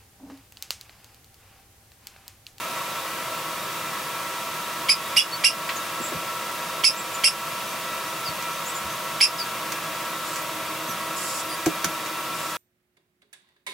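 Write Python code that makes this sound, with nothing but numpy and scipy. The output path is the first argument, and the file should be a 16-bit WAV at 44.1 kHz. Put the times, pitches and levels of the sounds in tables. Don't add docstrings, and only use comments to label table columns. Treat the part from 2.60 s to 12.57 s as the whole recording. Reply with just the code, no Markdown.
import sys
import numpy as np
from scipy import signal
from scipy.fft import rfft, irfft, next_fast_len
from scipy.io import wavfile
from scipy.ndimage import uniform_filter1d

SR = 44100
rng = np.random.default_rng(int(sys.argv[2]) if len(sys.argv) > 2 else 0)


def store_pcm(level_fs):
    pcm = np.round(np.clip(level_fs, -1, 1) * 32767).astype(np.int16)
    wavfile.write(sys.argv[1], SR, np.atleast_2d(pcm).T)


N = 439661
T = np.arange(N) / SR
BINS = np.maximum(np.fft.rfftfreq(next_fast_len(N), 1 / SR), 1)

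# frequency in Hz, side minus mid in dB.
STEREO_WIDTH = [(60, -27), (99, -29), (160, -37), (270, -35), (450, -35), (740, -23.5), (1220, -18),
                (2010, -8.5), (3330, -7.5), (5500, -6), (9080, -7.5), (15000, -10.5)]
# left delay in seconds, right delay in seconds, gain in dB.
NEAR_ECHOES = [(.0031, .0036, -6), (.0074, 0.0052, -7), (0.0116, .0125, -7.5), (0.0172, .0164, -14)]
# frequency in Hz, relative density in dB.
AIR_SPECTRUM = [(25, -2), (55, -11), (90, -7), (130, -0.5), (220, 2), (265, -4), (350, 3), (450, -2),
                (650, 2), (850, 0), (2500, 0.5), (4300, -5), (8000, -8), (15800, -10)]
# frequency in Hz, width in Hz, lift in dB.
HOUSING_MODES = [(160.2, 21, 5.8), (316.5, 4.1, 4), (532, 10.3, 9.2), (560, 13.4, 8), (618.4, 39, 7.2),
                 (661, 33, 7.85), (916, 31, 5.6), (1000, 150, 5.4), (1116, 110, 11.1), (1215, 52, 7),
                 (1260, 42, 9.1), (1321, 86, 9.6), (1650, 26, 9.3), (1756, 35, 3.3), (1945, 29, 9.2),
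                 (2386, 13, 11), (2702, 83, 5.6), (3368, 76, 6.5), (3760, 53, 9.2), (4620, 72, 2.7),
                 (5500, 37, 3)]
# frequency in Hz, rms level in dB.
MOTOR_TONES = [(120, -62), (480, -54.5), (521, -52), (960, -42), (1093, -48), (1336, -39), (1480, -54),
               (2035, -58.5)]
# start in seconds, peak level in dB, centre in Hz.
KNOCKS_AND_BUMPS = [(3.091, -16.5, 2730), (3.398, -29, 300), (3.521, -25, 413), (3.545, -29, 130),
                    (5.684, -32, 150), (6.236, -35, 100), (7.119, -26, 1590), (8.284, -31.5, 190),
                    (9.243, -22, 1750), (9.249, -29, 150)]
# start in seconds, gain in dB.
PANEL_PUSHES = [(9.065, -15), (9.251, -44)]
# frequency in Hz, relative level in dB, seconds to fall 60 dB.
BOOM_MODES = [(140, -9, 0.078), (175, -15, 0.14), (321, 1.5, 0.11), (427, -6, 0.051), (500, -9, 0.054),
              (730, -3, 0.038)]
# start in seconds, level in dB.
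PANEL_TAPS = [(5.823, -31), (7.120, -24.5), (7.758, -29.5), (9.0595, -20), (9.2435, -16), (9.459, -32)]
# frequency in Hz, relative density in dB.
TAP_SPECTRUM = [(600, 2.5), (1500, 0.5), (4000, 1), (6200, 6.5), (9000, -0.5), (16000, -3)]
# frequency in Hz, width in Hz, lift in dB.
EDGE_RESONANCES = [(1580, 200, 14), (2220, 250, 14.2), (6000, 300, 2.2)]
# frequency in Hz, relative density in dB.
GRIT_SPECTRUM = [(2000, -27), (4400, -4), (5200, 4.5), (6100, -3), (7100, 5.5), (8200, 4), (9300, -3),
                 (11200, -1.5), (12500, -11), (16000, -24)]
# start in seconds, length in seconds, level in dB.
SANDING_STROKES = [(7.64, 0.17, -41.5), (8.548, 0.28, -34.5), (9.73, 0.21, -43)]
# start and length in seconds, middle pitch in Hz, glide in octaves, level in dB.
SPONGE_SQUEAKS = [(7.815, 0.022, 13300, .17, -42), (8.275, .055, 6040, -.26, -40),
                  (8.875, .1, 4800, -.09, -41)]
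# start and length in seconds, middle pitch in Hz, glide in octaves, level in dB.
BIRD_WHISTLES = [(2.584, 0.021, 3400, -0.062, -19), (2.715, 0.042, 4460, .08, -35.5),
                 (3.155, 0.025, 6620, -0.36, -40), (3.40, .11, 7450, 0.024, -41.5),
                 (4.355, 0.064, 7470, 0.18, -43), (4.535, .027, 7060, -0.051, -39),
                 (5.645, .055, 4640, -0.27, -37), (6.04, .085, 7350, 0.43, -42),
                 (6.135, .053, 7170, .04, -43), (6.775, 0.06, 4750, -0.31, -34)]
# frequency in Hz, gain in dB.
THROAT_RESPONSE = [(1500, -43), (2200, 0.5), (2550, -10), (3000, 7), (4000, -21), (4750, -7.5), (5250, 1),
                   (6100, -22), (7800, -21), (8500, -12), (9200, -19), (10300, -10.5), (11300, -17.5),
                   (13000, -11), (16000, -42)]
# start and length in seconds, pitch the swoop aims at in Hz, then in dB
BIRD_CHIRPS = [(2.2857, 0.037, 2620, -7.5, -6, -1.5, -2.5), (2.563, .035, 2975, -6, -2.5, 1, -4),
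               (2.838, 0.041, 2860, -7, -2, 3, -2.5), (4.2375, .044, 2723, -6, -7.5, 0, -3.5),
               (4.6371, .038, 2825, -5.5, -5, 3.5, -2), (6.605, .040, 2764, -5.5, -5, -0.5, -3)]


def from_db(db):
    return 10 ** (np.asarray(db) / 20)


def rms_one(x):
    return x / np.sqrt(np.mean(x ** 2) + 1e-20)


def gain_at(points, hz):
    table_hz, table_db = np.transpose(points)
    return from_db(np.interp(np.log(hz), np.log(table_hz), table_db))


def add(out, start, sound, pan_db=0):
    i = round(start * SR)
    out[:, i:i + sound.shape[-1]] += (sound * from_db([[pan_db / 2], [-pan_db / 2]]))[:, :N - i]


def noise(gain):
    size = next_fast_len(N)
    return rms_one(irfft(rfft(rng.standard_normal(size)) * gain, size)[:N])


def drift(rate_hz):
    return noise(1 / (1 + (BINS / rate_hz) ** 2))


def resonant(spectrum, modes):
    lift = sum((from_db(db) ** 2 - 1) / (1 + ((BINS - hz) / (0.48 * width)) ** 2) ** 2
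               for hz, width, db in modes)
    return gain_at(spectrum, BINS) * np.sqrt(np.maximum(1 + lift, .1))


def stereo_noise(gain):
    side_gain = gain * gain_at(STEREO_WIDTH, BINS)
    mid = noise(gain)
    side = noise(side_gain) * np.linalg.norm(side_gain) / np.linalg.norm(gain)
    return mid + side * [[1], [-1]]


def glides(rows, overtone_db, jitter, pan_db, easing, scratchy_hz=7000):
    out, tremble = np.zeros((2, N)), drift(500)
    for start, length, middle_hz, octaves, db in rows:
        progress = np.linspace(-.5, .5, int(length * SR))
        hz = middle_hz * 2 ** (octaves * (progress - easing * progress ** 2))
        scratch = jitter * min(middle_hz / scratchy_hz, 1) ** 3 * tremble[round(start * SR):][:len(hz)]
        phase = 2 * np.pi * np.cumsum(hz * (1 + scratch)) / SR
        tone = np.sin(phase) + from_db(overtone_db) * np.sin(2 * phase) * (2 * hz < SR / 2)
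        add(out, start, from_db(db) * rms_one(tone * signal.windows.tukey(len(hz), .7)), pan_db)
    return out


def garage(x, build_s=0.0041, t60_s=0.12, tail_db=-4, side_share=0.47):
    t = T[:SR // 2]
    tail = rng.standard_normal(len(t)) + side_share * rng.standard_normal(len(t)) * [[1], [-1]]
    tail *= (1 - np.exp(-(t / build_s) ** 2)) * from_db(-60 * t / t60_s)
    response = from_db(tail_db) * rms_one(tail) / np.sqrt(len(t))
    for left_s, right_s, db in NEAR_ECHOES:
        response[[0, 1], [round(left_s * SR), round(right_s * SR)]] += from_db(db)
    return signal.fftconvolve(x, response, axes=1)[:, :N]


def fan(air_db=-31.5, wander_hz=1.215, flutter_db=1.5):
    air = from_db(air_db) * stereo_noise(resonant(AIR_SPECTRUM, HOUSING_MODES))
    hum = 0
    for hz, db in MOTOR_TONES:
        phase = 2 * np.pi * np.cumsum(hz + wander_hz * drift(9.3)) / SR
        hum += from_db(db) * rms_one(np.sin(phase) * from_db(flutter_db * drift(12)))
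    return air + hum


def drone(hz=316, half_width_hz=7, db=-54.5, swell_at_s=7.03, swell_s=.8, swell_db=8):
    band = noise(1 / (1 + ((BINS - hz) / half_width_hz) ** 2))
    swell = np.clip((T - swell_at_s) / swell_s, 0, 1)
    return band * from_db(db + swell_db * swell)


def knocks_and_bumps(shortest_t60_s=0.081, ring_cycles=6):
    out, t = np.zeros((2, N)), T[:SR // 4]
    for start, db, hz in KNOCKS_AND_BUMPS:
        burst = rng.standard_normal(len(t)) * from_db(-60 * t / (shortest_t60_s + ring_cycles / hz))
        band = signal.butter(2, [hz / 1.7, hz * 1.34], "band", fs=SR, output="sos")
        bump = signal.sosfilt(band, burst)
        add(out, start, from_db(db) * bump / np.abs(bump).max())
    return out


def panel_booms():
    out, t = np.zeros((2, N)), T[:SR // 4]
    boom = sum((-1) ** k * np.sin(2 * np.pi * hz * t) * from_db(db - 60 * t / t60)
               for k, (hz, db, t60) in enumerate(BOOM_MODES))
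    for start, db in PANEL_PUSHES:
        add(out, start, from_db(db) * boom)
    return out


def taps(rise_s=0.0019, t60_s=.025):
    out, t = np.zeros((2, N)), T[:SR // 8]
    crunch = stereo_noise(resonant(TAP_SPECTRUM, EDGE_RESONANCES))
    fade = (1 - np.exp(-t / rise_s)) * from_db(-60 * t / t60_s)
    for k, (start, db) in enumerate(PANEL_TAPS):
        tap = fade / fade.max() * crunch[:, k * len(t):(k + 1) * len(t)]
        add(out, start, from_db(db) * tap, pan_db=-2)
    return out


def squeaks():
    return glides(SPONGE_SQUEAKS, overtone_db=-1, jitter=.02, pan_db=-4, easing=-.8)


def sanding(grain_db=1.5, ramp_share=0.19):
    out = np.zeros((2, N))
    hiss = rms_one(stereo_noise(gain_at(GRIT_SPECTRUM, BINS)) * from_db(grain_db * drift(300)))
    for start, length, db in SANDING_STROKES:
        pressure = signal.windows.tukey(int(length * SR), ramp_share)
        stroke = pressure * hiss[:, round(start * SR):][:, :len(pressure)]
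        add(out, start, from_db(db) * stroke, pan_db=-1)
    return out


def faint_whistles(count=4, from_s=4.6, until_s=6.5, length_s=.08, rise_octaves=0.167, db=-50.5):
    slot_s = (until_s - from_s) / count
    rows = []
    for k, (late, high) in enumerate(rng.random((count, 2))):
        hz = 6450 * 2 ** (.2 * (2 * high - 1))
        rows.append((from_s + (k + late) * slot_s, length_s, hz, rise_octaves, db))
    return rows


def whistles():
    return glides(BIRD_WHISTLES + faint_whistles(), overtone_db=-20, jitter=0.031, pan_db=0, easing=.4)


def chirp_arch(length, top_hz, swoop_s=.0062, sag_s=0.01493, end_hz=2384,
               attack_s=0.0071, release_s=0.0062, rough_s=0.0071):
    t = T[:int(length * SR)]
    remaining = length - t
    swoop_hz = top_hz * (1 - .5 * np.exp(-t / swoop_s))
    sag_hz = (top_hz - end_hz) * np.maximum(1 - remaining / sag_s, 0)
    attack_db = -17 * np.maximum(1 - t / attack_s, 0)
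    release_db = -4.5 * np.maximum(1 - remaining / release_s, 0)
    roughness = np.exp(-t / rough_s) + 0.43 * np.exp(-remaining / rough_s)
    return swoop_hz - sag_hz, attack_db + release_db, roughness


def chirps(flutter_db=2.5, rasp_db=-8.5, clean_jitter=.009, rough_jitter=.04):
    out, tremble = np.zeros((2, N)), drift(1280)
    no_bass = signal.butter(4, 1800, "high", fs=SR, output="sos")
    rasp = from_db(rasp_db) * signal.sosfilt(no_bass, noise(gain_at(THROAT_RESPONSE, BINS)))
    flutter = from_db(flutter_db * drift(630))
    lean_right = from_db([[-.5], [.5]])
    for start, length, top_hz, db, fundamental_db, upper_db, pan_db in BIRD_CHIRPS:
        pitch, effort_db, roughness = chirp_arch(length, top_hz)
        now = round(start * SR) + np.arange(len(pitch))
        hz = pitch * (1 + (clean_jitter + rough_jitter * roughness) * tremble[now])
        phase = 2 * np.pi * np.cumsum(hz) / SR
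        first, second, *upper = (gain_at(THROAT_RESPONSE, k * hz) * np.sin(k * phase)
                                 for k in range(1, 5))
        brightness = from_db(upper_db + 0.28 * effort_db)
        voice = from_db(fundamental_db) * first * lean_right + second + brightness * sum(upper)
        chirp = voice * flutter[now] + roughness * rasp[now]
        add(out, start, chirp * from_db(db + effort_db), pan_db)
    return out


def scene():
    bird = chirps() + whistles()
    work = sanding() + taps() + panel_booms() + knocks_and_bumps() + squeaks()
    room = garage(bird + from_db(-5) * work)
    return fan() + drone() + bird + work + room


def limiter(x, ceiling_db=-5, quick_db_per_s=260, slow_db_per_s=12, slow_share=0.3):
    peak_db = 20 * np.log10(np.abs(x).max(axis=0) + 1e-9)
    over_db = np.maximum(peak_db - ceiling_db, 0)
    quick = np.maximum.accumulate(over_db + quick_db_per_s * T) - quick_db_per_s * T
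    slow = np.maximum.accumulate(slow_share * over_db + slow_db_per_s * T) - slow_db_per_s * T
    return x * from_db(-uniform_filter1d(np.maximum(quick, slow), size=32))


def record(dry, low_cut_hz=70, top_cut_hz=15750):
    low_cut = signal.butter(2, low_cut_hz, "high", fs=SR, output="sos")
    top_cut = signal.ellip(10, .05, 60, top_cut_hz, fs=SR, output="sos")
    return signal.sosfiltfilt(top_cut, limiter(signal.sosfilt(low_cut, dry)))


dry = scene()
out = record(dry)
store_pcm(out)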